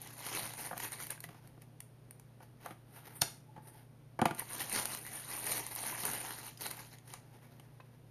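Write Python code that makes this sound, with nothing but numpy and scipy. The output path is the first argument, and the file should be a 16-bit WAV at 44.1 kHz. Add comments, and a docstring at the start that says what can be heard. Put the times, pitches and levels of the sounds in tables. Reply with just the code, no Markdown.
"""A keypad in a thin plastic bag is slid out of a small cardboard box, close to the microphone in a quiet room.
The box is shaken until a leaflet slaps onto the desk, then drops and bounces; the bag is pulled off and put down.
The film is dense random clicks and tiny rings shaped by hand effort, with sharp noise ticks for single creases.
Card is rubbed crackle and pitched flicks, knocks are panel-like modes, paper is clicks with fold resonances.
Short reflections surround the handling, over steady fan noise and wavering hum lines."""
import sys
import numpy as np
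from scipy import signal
from scipy.fft import rfft, irfft, next_fast_len
from scipy.io import wavfile
from scipy.ndimage import uniform_filter1d

SR = 44100
rng = np.random.default_rng(int(sys.argv[2]) if len(sys.argv) > 2 else 0)


def persist_wave(psi):
    """Save psi, clipped to +-1, as 16-bit WAV."""
    counts = np.round(np.clip(psi, -1, 1) * 32767).astype(np.int16)
    wavfile.write(sys.argv[1], SR, np.atleast_2d(counts).T)


N = 357210
T = np.arange(N) / SR

# Room noise outline: f/Hz, level/dB
ROOM_TONE = [(20, -15.5), (50, -3), (80, -6.5), (140, 3), (190, -3.5), (250, -3.5), (420, -8), (700, -12.5),
             (1200, -20), (2500, -25), (5000, -31), (8000, -38), (14500, -37.5)]
# Steady equipment lines: f/Hz, level/dB, wander/Hz
HUM_LINES = [(118.6, -60.5, 0.1), (148.7, -65.5, 1.515), (240.8, -74.5, 3)]
# The microphone's port cancels near 8 kHz and rings just above: f/Hz, level/dB
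MIC_COLOUR = [(5000, 0), (6900, 1), (7400, -5), (7950, -5.5), (8400, -1), (8800, 8), (9200, 12.5),
              (10600, 6), (11900, 9), (13000, 3.5), (14200, 3.5)]
# Low hollow rings of box, leaflet slap and desk, before a 1 dB lift:
# t/s, f/Hz, peak level/dB, swell/s, t60/s
LOW_HOLLOWS = [(1.11, 160, -53.5, 0.1, 0.63), (3.218, 133, -33.5, 0.00225, 0.039),
               (4.219, 232.5, -28.5, .003, 0.037), (4.254, 149, -38, 0.0023, 0.25)]
# Card flaps, fingertips and taut film flicking: t/s, centre f/Hz, peak level/dB
STIFF_FLICKS = [(.8, 1877, -34), (1.002, 1440, -39.5), (1.022, 2270, -41), (1.101, 1674, -41),
                (1.177, 1598, -45.5), (1.24, 1970, -38.5), (4.283, 2247, -36.5), (4.31, 1400, -33.5),
                (4.397, 1065, -38.5), (4.404, 1900, -36.5), (4.419, 920, -37), (5.176, 1748, -41),
                (5.376, 1087, -37), (5.767, 1070, -43), (5.926, 1010, -35.5), (6.574, 5000, -44),
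                (6.66, 1480, -35), (7.8, 1029, -44.5), (7.804, 2576, -51.5)]
# Fingers squeaking on the card: peak t/s, level/dB
FINGER_SQUEAKS = [(3.497, -59.5), (3.583, -53), (3.662, -62), (3.752, -60)]
# Leaflet paper outline: f/Hz, level/dB
PAPER_COLOUR = [(150, -13), (500, -7), (800, -18), (1500, 7), (2000, -7), (2600, -6), (3100, -3.5),
                (3700, 2.5), (5700, 1.5), (7000, 0), (9300, -1), (10500, -3.5), (14000, -6)]
# Strokes of card and fingers as the box is lifted and shaken and the keypad turned:
# peak t/s, body level/dB, treble relative level/dB, rise/s, fall/s (levels before the card's offsets)
CARD_RUBS = [(1.30, -65, -6, 0.0215, 0.19), (1.62, -61.5, -10, .012, 0.0136),
             (2.432, -58.5, -3.5, 0.012, .02), (2.657, -55.5, -3.5, 0.026, 0.0606),
             (2.955, -57, 0, 0.033, 0.045), (3.09, -57, -3.5, 0.068, 0.069), (3.17, -63.5, 11, 0.025, .035),
             (3.235, -49.5, -9, .008, 0.049), (3.58, -69, -13.5, 0.0335, .03),
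             (3.682, -58.5, 1.5, 0.0285, 0.033), (3.775, -57, -1, 0.022, 0.036),
             (7.45, -68.5, -5, 0.48, 0.45)]
# Rubbed card outline: f/Hz, level/dB
CARD_COLOUR = [(100, -20), (400, 1.5), (580, -4.5), (700, -2), (790, -0.5), (880, 1), (1020, -7),
               (1700, -5.5), (3000, -13), (6000, -17.5), (14000, -19.5)]
# Knocks of box, leaflet slap and fingers: t/s, panel peak level/dB, thump relative level/dB,
# crack relative level/dB, chatter t60/s, struck spot along the panel (0-1)
HANDLING_KNOCKS = [(.711, -31, -17, -30, .03, 0.35), (.729, -32, -11, -24, .051, .3),
                   (.767, -37, -9, -12, 0.076, .3), (1.24, -44.5, -14, -1.5, .045, .3),
                   (1.289, -44.5, -5, -5, .049, .3), (1.345, -50, -5, -5, .05, .3),
                   (1.576, -52.5, 2.5, -19, .031, .3), (2.404, -48.5, -10, -12, 0.09, 0.36),
                   (2.659, -32.5, -25, -16, 0.072, .3), (2.707, -40, -1.5, -7.5, 0.08, 0.26),
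                   (3.219, -28.5, -13, 0, .071, .5), (3.563, -47, -4.5, -12, 0.073, .35),
                   (3.576, -48.5, 2, -16, .1, .35), (4.191, -27, -5, -15, .047, .5),
                   (4.216, -19, -4, -6.5, .021, .25), (4.224, -22.5, -1, -27, .035, 0.22),
                   (4.255, -16.5, -7.5, -5.5, 0.037, .52), (4.309, -34.5, 1, -5, 0.043, .5),
                   (6.035, -40, 1, 1, 0.23, .3), (7.135, -45.5, -28.5, -2, .079, .4),
                   (7.597, -48.5, -8, -0.5, 0.044, .4)]
# Modes of the box on the desk, shared by all knocks: f/Hz, level/dB, t60/s before a cap
PANEL_MODES = [(162, -2, 0.056), (231, -11, 0.088), (335.6, -2, 0.087), (522, -5, 0.076), (685, 0.5, 0.044),
               (755, 5.5, 0.025), (871, 7, 0.018), (1042, -4, 0.034), (1198, -3.5, .05), (1280, -11, 0.015),
               (1450, -5, 0.022)]
# Crack of a card edge, outline: f/Hz, level/dB
EDGE_CRACK = [(900, -19), (1700, -19.5), (2250, -1), (2600, 0.5), (3150, -1.5), (4000, -9.5), (14000, -20)]
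# Loud creases and lone faint ticks of film, plus fingertip ticks on the keypad at 6.985 s and 7.597 s: t/s,
# reference level/dB, body relative level/dB
FILM_CREASES = [(.0167, -33, -20), (.0737, -43, 0), (.35, -32, -6), (0.5363, -36, -2.5),
                (.7778, -26.5, -7.5), (.802, -32.5, 0), (0.9201, -30, -5.5), (1.0682, -32, -8),
                (1.105, -20, -16), (1.204, -34.5, -7), (1.2397, -35.5, -7.5), (1.4741, -47.5, -5.5),
                (1.6193, -46.5, -3.5), (1.804, -34.5, -7), (2.109, -40, -7), (2.1973, -46.5, -3),
                (2.6606, -38, -2.5), (4.348, -34, -9), (4.395, -21.5, -31), (4.582, -30, -22),
                (4.6059, -29, -3), (4.696, -26.5, -8.5), (4.7271, -24.5, -7), (4.8552, -20.5, -7),
                (4.9485, -27, -2), (4.9885, -32, -16), (5.0652, -33, -5), (5.4672, -23, -7),
                (5.5196, -23, -4.5), (5.5792, -25.5, -6.5), (5.6659, -26.5, -7.5), (5.7518, -27, -19),
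                (5.761, -24.5, -9), (6.0527, -18.5, -10), (6.115, -23.5, -20), (6.4655, -35, -20.5),
                (6.575, -42, -7.5), (6.6095, -35, -5), (6.665, -31, 1), (6.7117, -26, -4),
                (6.7697, -36, -15.5), (6.985, -54.5, 7), (7.1379, -36, 2.5), (7.597, -48, -8)]
# Plastic film outline: f/Hz, level/dB
FILM_COLOUR = [(50, -9), (110, 2), (300, 5.5), (600, 3), (900, 4.5), (1400, -1), (1900, 2), (3600, -5.5),
               (4200, -1.5), (5000, -7), (7000, -1), (14000, -8.5)]
# Separate tugs and squeezes of the bag:
# peak t/s, body level/dB, treble relative level/dB, rise/s, fall/s (levels before the film's offsets)
BAG_TUGS = [(.598, -46.5, 4.5, 0.027, 0.034), (.657, -50, 3, 0.039, 0.047), (.845, -45.5, 2.5, 0.046, .035),
            (.93, -48.5, 2.5, 0.0094, 0.031), (1.02, -49.5, 2, 0.035, .04), (1.108, -49, 0, 0.0138, 0.0284),
            (1.243, -55, 0, 0.0095, 0.011), (4.395, -48.5, 5.5, 0.0197, 0.017), (4.54, -51, 3, 0.07, .04),
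            (4.615, -45, 2.5, 0.037, .065), (4.772, -40, 3, 0.049, 0.058), (4.94, -47, 4, 0.074, 0.03),
            (5.122, -54, 4.5, 0.14, 0.19), (5.335, -48.5, 2, 0.079, 0.061), (5.51, -42, 4.5, 0.08, 0.073),
            (5.588, -50, 2.5, 0.034, 0.12), (6.62, -49.5, 1.5, 0.019, .025),
            (6.66, -46.5, 3, 0.0222, 0.0288), (6.715, -51, 1, 0.0184, 0.0336), (6.81, -56, 0, 0.09, .06),
            (6.93, -60.5, -1, 0.016, 0.0334), (7.098, -56.5, 2.5, 0.02, 0.03),
            (7.14, -58.5, -3, 0.013, 0.036)]
# Long slide of the bag out of the box: t/s, body level/dB, treble relative level/dB (before the offsets)
BOX_SLIDE = [(0.0, -60.5, -2.5), (0.014, -61, 4), (0.066, -56.5, -2), (0.164, -62, 0.5), (0.27, -46.5, 3),
             (0.308, -52, 1), (0.336, -43, 0.5), (0.402, -47, 4.5), (0.56, -59, 0)]
# Long slide of the bag off the keypad: t/s, body level/dB, treble relative level/dB (before the offsets)
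KEYPAD_SLIDE = [(5.71, -54, 2), (5.758, -57.5, 11.5), (5.782, -47.5, 2.5), (5.81, -52.5, 6.5),
                (5.86, -45.5, 2.5), (6.0, -51.5, 3), (6.048, -45.5, 4), (6.486, -55.5, 2), (6.56, -71, -2)]

TREBLE_HZ, TOP_HZ = 8000, 14250  # body/treble split and top cut
STROKE_ROUNDNESS = 1.08  # 1 gives a pointed swell, 2 a bell
CREASE_T60_S, FLICK_T60_S = 0.011, 0.036
SQUEAK_HZ, SQUEAK_LENGTH_S = 864, 0.015
# small film creases that snap at random
SNAPS_PER_S, SNAP_SPREAD_DB, SNAP_DB = 45, 2, -4
# the film catches and lets go in jerks, most of all in the treble
JERKS_PER_S, JERK_BODY_DB, JERK_TREBLE_DB = 70, 1.02, 2
# the leaflet strikes edge first, flops flat, then glides; levels drive the clicks before colouring
LAND_S = 3.2187
EDGE_DB, EDGE_RISE_S, EDGE_FALL_S = -22, .0022, .0028
FLOP_DB, FLOP_AFTER_S, FLOP_LENGTH_S = -44.5, 0.013, 0.0069
GLIDE_DB, GLIDE_AFTER_S, GLIDE_LENGTH_S = -60.5, 0.088, .05


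def undb(db):
    """Decibels to gain."""
    return 10 ** (np.asarray(db) / 20)


def unit(x):
    """Scale to rms 1."""
    return x / np.sqrt(np.mean(x ** 2))


def peak(x, db):
    """Scale to a peak level."""
    return x * undb(db) / np.abs(x).max()


def band(x, lo_hz, hi_hz):
    """Band-pass."""
    edges = [lo_hz, min(hi_hz, SR / 2 - 1)]
    return signal.sosfilt(signal.butter(3, edges, "band", fs=SR, output="sos"), x)


def colour(x, points, size=4096):
    """Causal, minimum-phase filter with a (f/Hz, level/dB) outline."""
    hz, db = np.transpose(points)
    f = np.maximum(np.arange(size // 2 + 1) * SR / size, 1)
    outline = undb(np.interp(np.log(f), np.log(hz), db))
    # folding the cepstrum forward in time gives minimum phase
    cepstrum = irfft(np.log(outline))
    cepstrum[1:size // 2] *= 2
    cepstrum[size // 2 + 1:] = 0
    response = irfft(np.exp(rfft(cepstrum)))
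    return signal.fftconvolve(x, response)[:len(x)]


def walk(rate):
    """Smoothed random steps with a spread near 1, drawn at a rate per second."""
    k = int(SR / rate)
    steps = np.repeat(rng.standard_normal(N // k + 1), k)
    return unit(uniform_filter1d(steps, k)[:N])


def fade(t, t60):
    """Exponential decay, its t60 never below 2 ms."""
    return undb(-60 * t / max(t60, .002))


def add(out, s, x):
    """Mix x in at time s."""
    i = max(int(s * SR), 0)
    out[i:i + len(x)] += x[:N - i]


def swell(s, rise_s, fall_s):
    """Effort builds up to a peak at time s and lets go."""
    away = np.maximum((s - T) / rise_s, (T - s) / fall_s)
    near, out = away < 8, np.zeros(N)
    out[near] = np.exp(-away[near] ** STROKE_ROUNDNESS)
    return out


def controls(strokes, slides):
    """Body and treble gains of the hands' work: short strokes and long slides add in power."""
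    power = np.zeros((2, N))
    for s, db, treble_db, rise_s, fall_s in strokes:
        power += (undb([[db], [db + treble_db]]) * swell(s, rise_s, fall_s)) ** 2
    for slide in slides:
        s, db, treble_db = np.transpose(slide)
        inside = (T >= s[0]) & (T <= s[-1])
        gate = uniform_filter1d(1. * inside, size=600)
        levels = [np.interp(T, s, db), np.interp(T, s, db + treble_db)]
        power += (gate * undb(levels)) ** 2
    return np.sqrt(power)


def clicks(rate, spread_db):
    """Random impulses of either sign and uneven size."""
    size = undb(spread_db * np.clip(rng.standard_normal(N), -2, 2))
    sign = np.sign(rng.standard_normal(N))
    return unit((rng.random(N) < rate / SR) * size * sign)


def crackle(rate, spread_db, ring_s):
    """Clicks that each start a brief, dying burst of noise."""
    hits = clicks(rate, spread_db) ** 2 + 1e-12
    energy = signal.lfilter([1], [1, -np.exp(-2 / (ring_s * SR))], hits)
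    return unit(np.sqrt(energy) * rng.standard_normal(N))


def flutter(x, depth_db, rate, count=16):
    """Facets change size as a sheet bends: neighbouring bands swell and sink on their own."""
    size = next_fast_len(N)
    spectrum = rfft(x, size)
    hz = np.arange(len(spectrum)) * SR / size
    place = np.interp(np.log(hz + 600), np.log([800, 15000]), [0, count - 1])
    out = np.zeros(N)
    for k in range(count):
        overlap = np.maximum(1 - np.abs(place - k), 0)
        out += irfft(spectrum * overlap, size)[:N] * undb(depth_db * walk(rate))
    return out


def facets(rate, spread_db, cycles):
    """Each buckle rings one small facet of film for a few cycles at its own pitch."""
    out, t = np.zeros(N + SR // 100), np.arange(SR // 100) / SR
    events = int(rate * N / SR)
    when, pitch, size = rng.random((events, 3)).T
    hz = 600 * (14000 / 600) ** (pitch ** .6)  # favours the high pitches
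    gain = undb(-spread_db * np.log(np.maximum(size, .04))) * hz ** .7
    hz, gain = hz[:, None], gain[:, None]
    rings = gain * np.sin(2 * np.pi * hz * t) * undb(-60 * t * (hz + 1000) / cycles)
    np.add.at(out, (when * N).astype(int)[:, None] + np.arange(len(t)), rings)
    return unit(out[:N])


def played(source, effort, ref_lo_hz, ref_hi_hz, body_db, treble_db):
    """A texture follows the hand's effort; body and treble each follow their own level."""
    body, treble = effort
    low = signal.sosfilt(signal.butter(6, TREBLE_HZ, "low", fs=SR, output="sos"), source)
    high = signal.sosfilt(signal.butter(6, TREBLE_HZ, "high", fs=SR, output="sos"), source)
    low = low / np.std(band(source, ref_lo_hz, ref_hi_hz))
    high = high / np.std(band(source, TREBLE_HZ, TOP_HZ))
    return low * body * undb(body_db) + high * treble * undb(treble_db)


def background():
    """Fan noise is shaped random air; each hum line is a sine whose pitch wanders."""
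    air = unit(colour(rng.standard_normal(N), ROOM_TONE)) * undb(-62.5 + 0.21 * walk(6.3))
    lines = np.zeros(N)
    for hz, db, wander_hz in HUM_LINES:
        phase = 2 * np.pi * np.cumsum(hz + wander_hz * walk(6)) / SR
        lines += undb(db) * np.sqrt(2) * np.sin(phase)
    return air + lines


def room(x, wet_db, t60):
    """Dense, short reflections from the desk, screen and walls: a decaying noise tail."""
    t = np.arange(SR // 2) / SR
    onset = 1 - fade(t, 0.0027)
    tail = band(rng.standard_normal(len(t)), 160, 13000) * fade(t, t60) * onset
    return x + undb(wet_db) * signal.fftconvolve(x, tail / np.linalg.norm(tail))[:N]


def hollows():
    """A low ring swells and dies away on one rough, slightly unsteady pitch."""
    out, t = np.zeros(N), np.arange(SR // 2) / SR
    for s, hz, db, swell_s, t60 in LOW_HOLLOWS:
        phase = 2 * np.pi * np.cumsum(hz * (1 + .025 * walk(400)[:len(t)])) / SR
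        rough = undb(3 * walk(hz / 7)[:len(t)])
        shape = (1 - np.exp(-t / max(swell_s, .001))) ** 2 * fade(t, t60)
        add(out, s, peak(np.sin(phase) * rough * shape, db + 1))
    return out


def squeaks():
    """Skin sticks and slips on the card and briefly sounds one panel at a rough pitch."""
    effort = sum(undb(db) * swell(s, SQUEAK_LENGTH_S, SQUEAK_LENGTH_S) for s, db in FINGER_SQUEAKS)
    phase = 2 * np.pi * np.cumsum(SQUEAK_HZ * (1 + .03 * walk(400))) / SR
    return effort * unit(np.sin(phase) * undb(3 * walk(120)))


def flicks():
    """A small stiff patch rings at one pitch inside a brief spray of chatter."""
    out, t = np.zeros(N), np.arange(SR // 8) / SR
    for s, hz, db in STIFF_FLICKS:
        spray = unit(band(rng.standard_normal(len(t)), hz * 0.33, hz * 1.784)) * fade(t, 0.029)
        ring = np.sin(2 * np.pi * hz * t) * fade(t, FLICK_T60_S)
        add(out, s, peak(ring + undb(-4.5) * spray, db))
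    return out


def rubbing():
    """Card fibres catch and slip, sounding the hollow of the box."""
    slips = flutter(crackle(rate=1400, spread_db=2.5, ring_s=0.003), depth_db=1.5, rate=15)
    slips = slips * undb(2.6 * walk(45))
    effort = controls(CARD_RUBS, [])
    return played(colour(slips, CARD_COLOUR), effort, 520, 2500, body_db=-1.5, treble_db=-7)


def leaflet():
    """Folded paper slaps the mat in a tight burst of ticks, flops and glides; its folds colour the crack."""
    edge = undb(EDGE_DB) * swell(LAND_S, EDGE_RISE_S, EDGE_FALL_S)
    flop = undb(FLOP_DB) * swell(LAND_S + FLOP_AFTER_S, FLOP_LENGTH_S, FLOP_LENGTH_S)
    glide_gain = undb(GLIDE_DB + 2.5 * walk(100))
    glide = glide_gain * swell(LAND_S + GLIDE_AFTER_S, GLIDE_LENGTH_S, GLIDE_LENGTH_S)
    burst = clicks(rate=30000, spread_db=-0.5) * (edge + flop + glide)
    folds = np.zeros(N)
    for hz in (3560, 4500, 5280, 5770):
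        folds += signal.lfilter(*signal.iirpeak(hz, hz / 200, fs=SR), burst)  # 200 Hz wide
    # the stiff edge strikes with one sharp spike
    add(burst, LAND_S, undb(-8.5) * np.ones(1))
    return band(colour(burst + folds, PAPER_COLOUR), 220, 19500)


def knocks():
    """Each knock has a low thump, panel-like modes and chatter, with a crack on top."""
    out, t = np.zeros(N), np.arange(SR // 4) / SR
    mode_hz, mode_db, mode_t60 = np.transpose(PANEL_MODES)
    number, deep = np.arange(len(mode_hz)) + 1, mode_hz < 450
    # no mode has a t60 above 0.07 s
    modes = np.array([np.sin(2 * np.pi * f * t) * fade(t, min(d, .07)) for f, d in zip(mode_hz, mode_t60)])
    rise = 1 - fade(t, 0.012)
    for s, db, thump_db, crack_db, t60, spot in HANDLING_KNOCKS:
        chatter = rng.standard_normal(len(t)) * fade(t, t60)
        # a mode struck near its node sounds weaker
        reach = 0.39 + np.abs(np.sin(np.pi * number * spot))
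        weight = (-1.) ** number * undb(mode_db) * reach
        thump = weight[deep] @ modes[deep] + undb(8) * band(chatter, 130, 450)
        panels = weight[~deep] @ modes[~deep] + undb(11) * band(chatter, 620, 1800)
        thump = peak(band(thump * rise, 70, 3000), db + thump_db)
        add(out, s - .0008, thump + peak(panels * rise, db))
        add(out, s, peak(colour(chatter * fade(t, 0.1), EDGE_CRACK), db + crack_db))
    return out


def creases():
    """Film snaps over with a sharp tick of noise, loud or faint, and the sheet flutters briefly."""
    out, t = np.zeros(N), np.arange(SR // 20) / SR
    for s, db, body_db in FILM_CREASES:
        decay = fade(t, CREASE_T60_S) + undb(-20) * fade(t, .03)
        snap = rng.standard_normal(len(t)) * decay
        # the treble tick peaks 5 dB below the reference level
        add(out, s, peak(band(snap, TREBLE_HZ, 16200), db - 5))
        add(out, s, peak(band(colour(snap, FILM_COLOUR), 780, 9360), db + body_db))
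    return flutter(out, depth_db=2, rate=30)


def bag():
    """Film buckles in flurries of clicks and ringing facets over the fine scrape of film on plastic."""
    buckles = undb(-3.5) * crackle(rate=450, spread_db=1.5, ring_s=0.0019)
    rings = facets(rate=1200, spread_db=2.5, cycles=28.6)
    scrape = undb(-0.5) * clicks(rate=12000, spread_db=1.0)
    snaps = undb(SNAP_DB) * crackle(SNAPS_PER_S, SNAP_SPREAD_DB, ring_s=.0022)
    film = colour(flutter(buckles + rings + scrape + snaps, depth_db=2, rate=22), FILM_COLOUR)
    jerks = undb(np.outer([JERK_BODY_DB, JERK_TREBLE_DB], np.clip(walk(JERKS_PER_S), -2, 2)))
    effort = controls(BAG_TUGS, [BOX_SLIDE, KEYPAD_SLIDE]) * jerks
    return played(film, effort, 1207, 5950, body_db=0.0, treble_db=-5)


def scene():
    """All handling sounds in the room, over the hum."""
    box_and_paper = hollows() + squeaks() + flicks() + rubbing() + leaflet() + knocks()
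    handling = box_and_paper + creases() + bag()
    return (room(handling, wet_db=-11.5, t60=0.3) + background())[None]


def record(dry):
    """The microphone's colour, then a steep low-pass cuts the top."""
    top_cut = signal.ellip(10, .2, 70, TOP_HZ, fs=SR, output="sos")
    return signal.sosfilt(top_cut, colour(dry[0], MIC_COLOUR))[None]


dry = scene()
out = record(dry)
persist_wave(out)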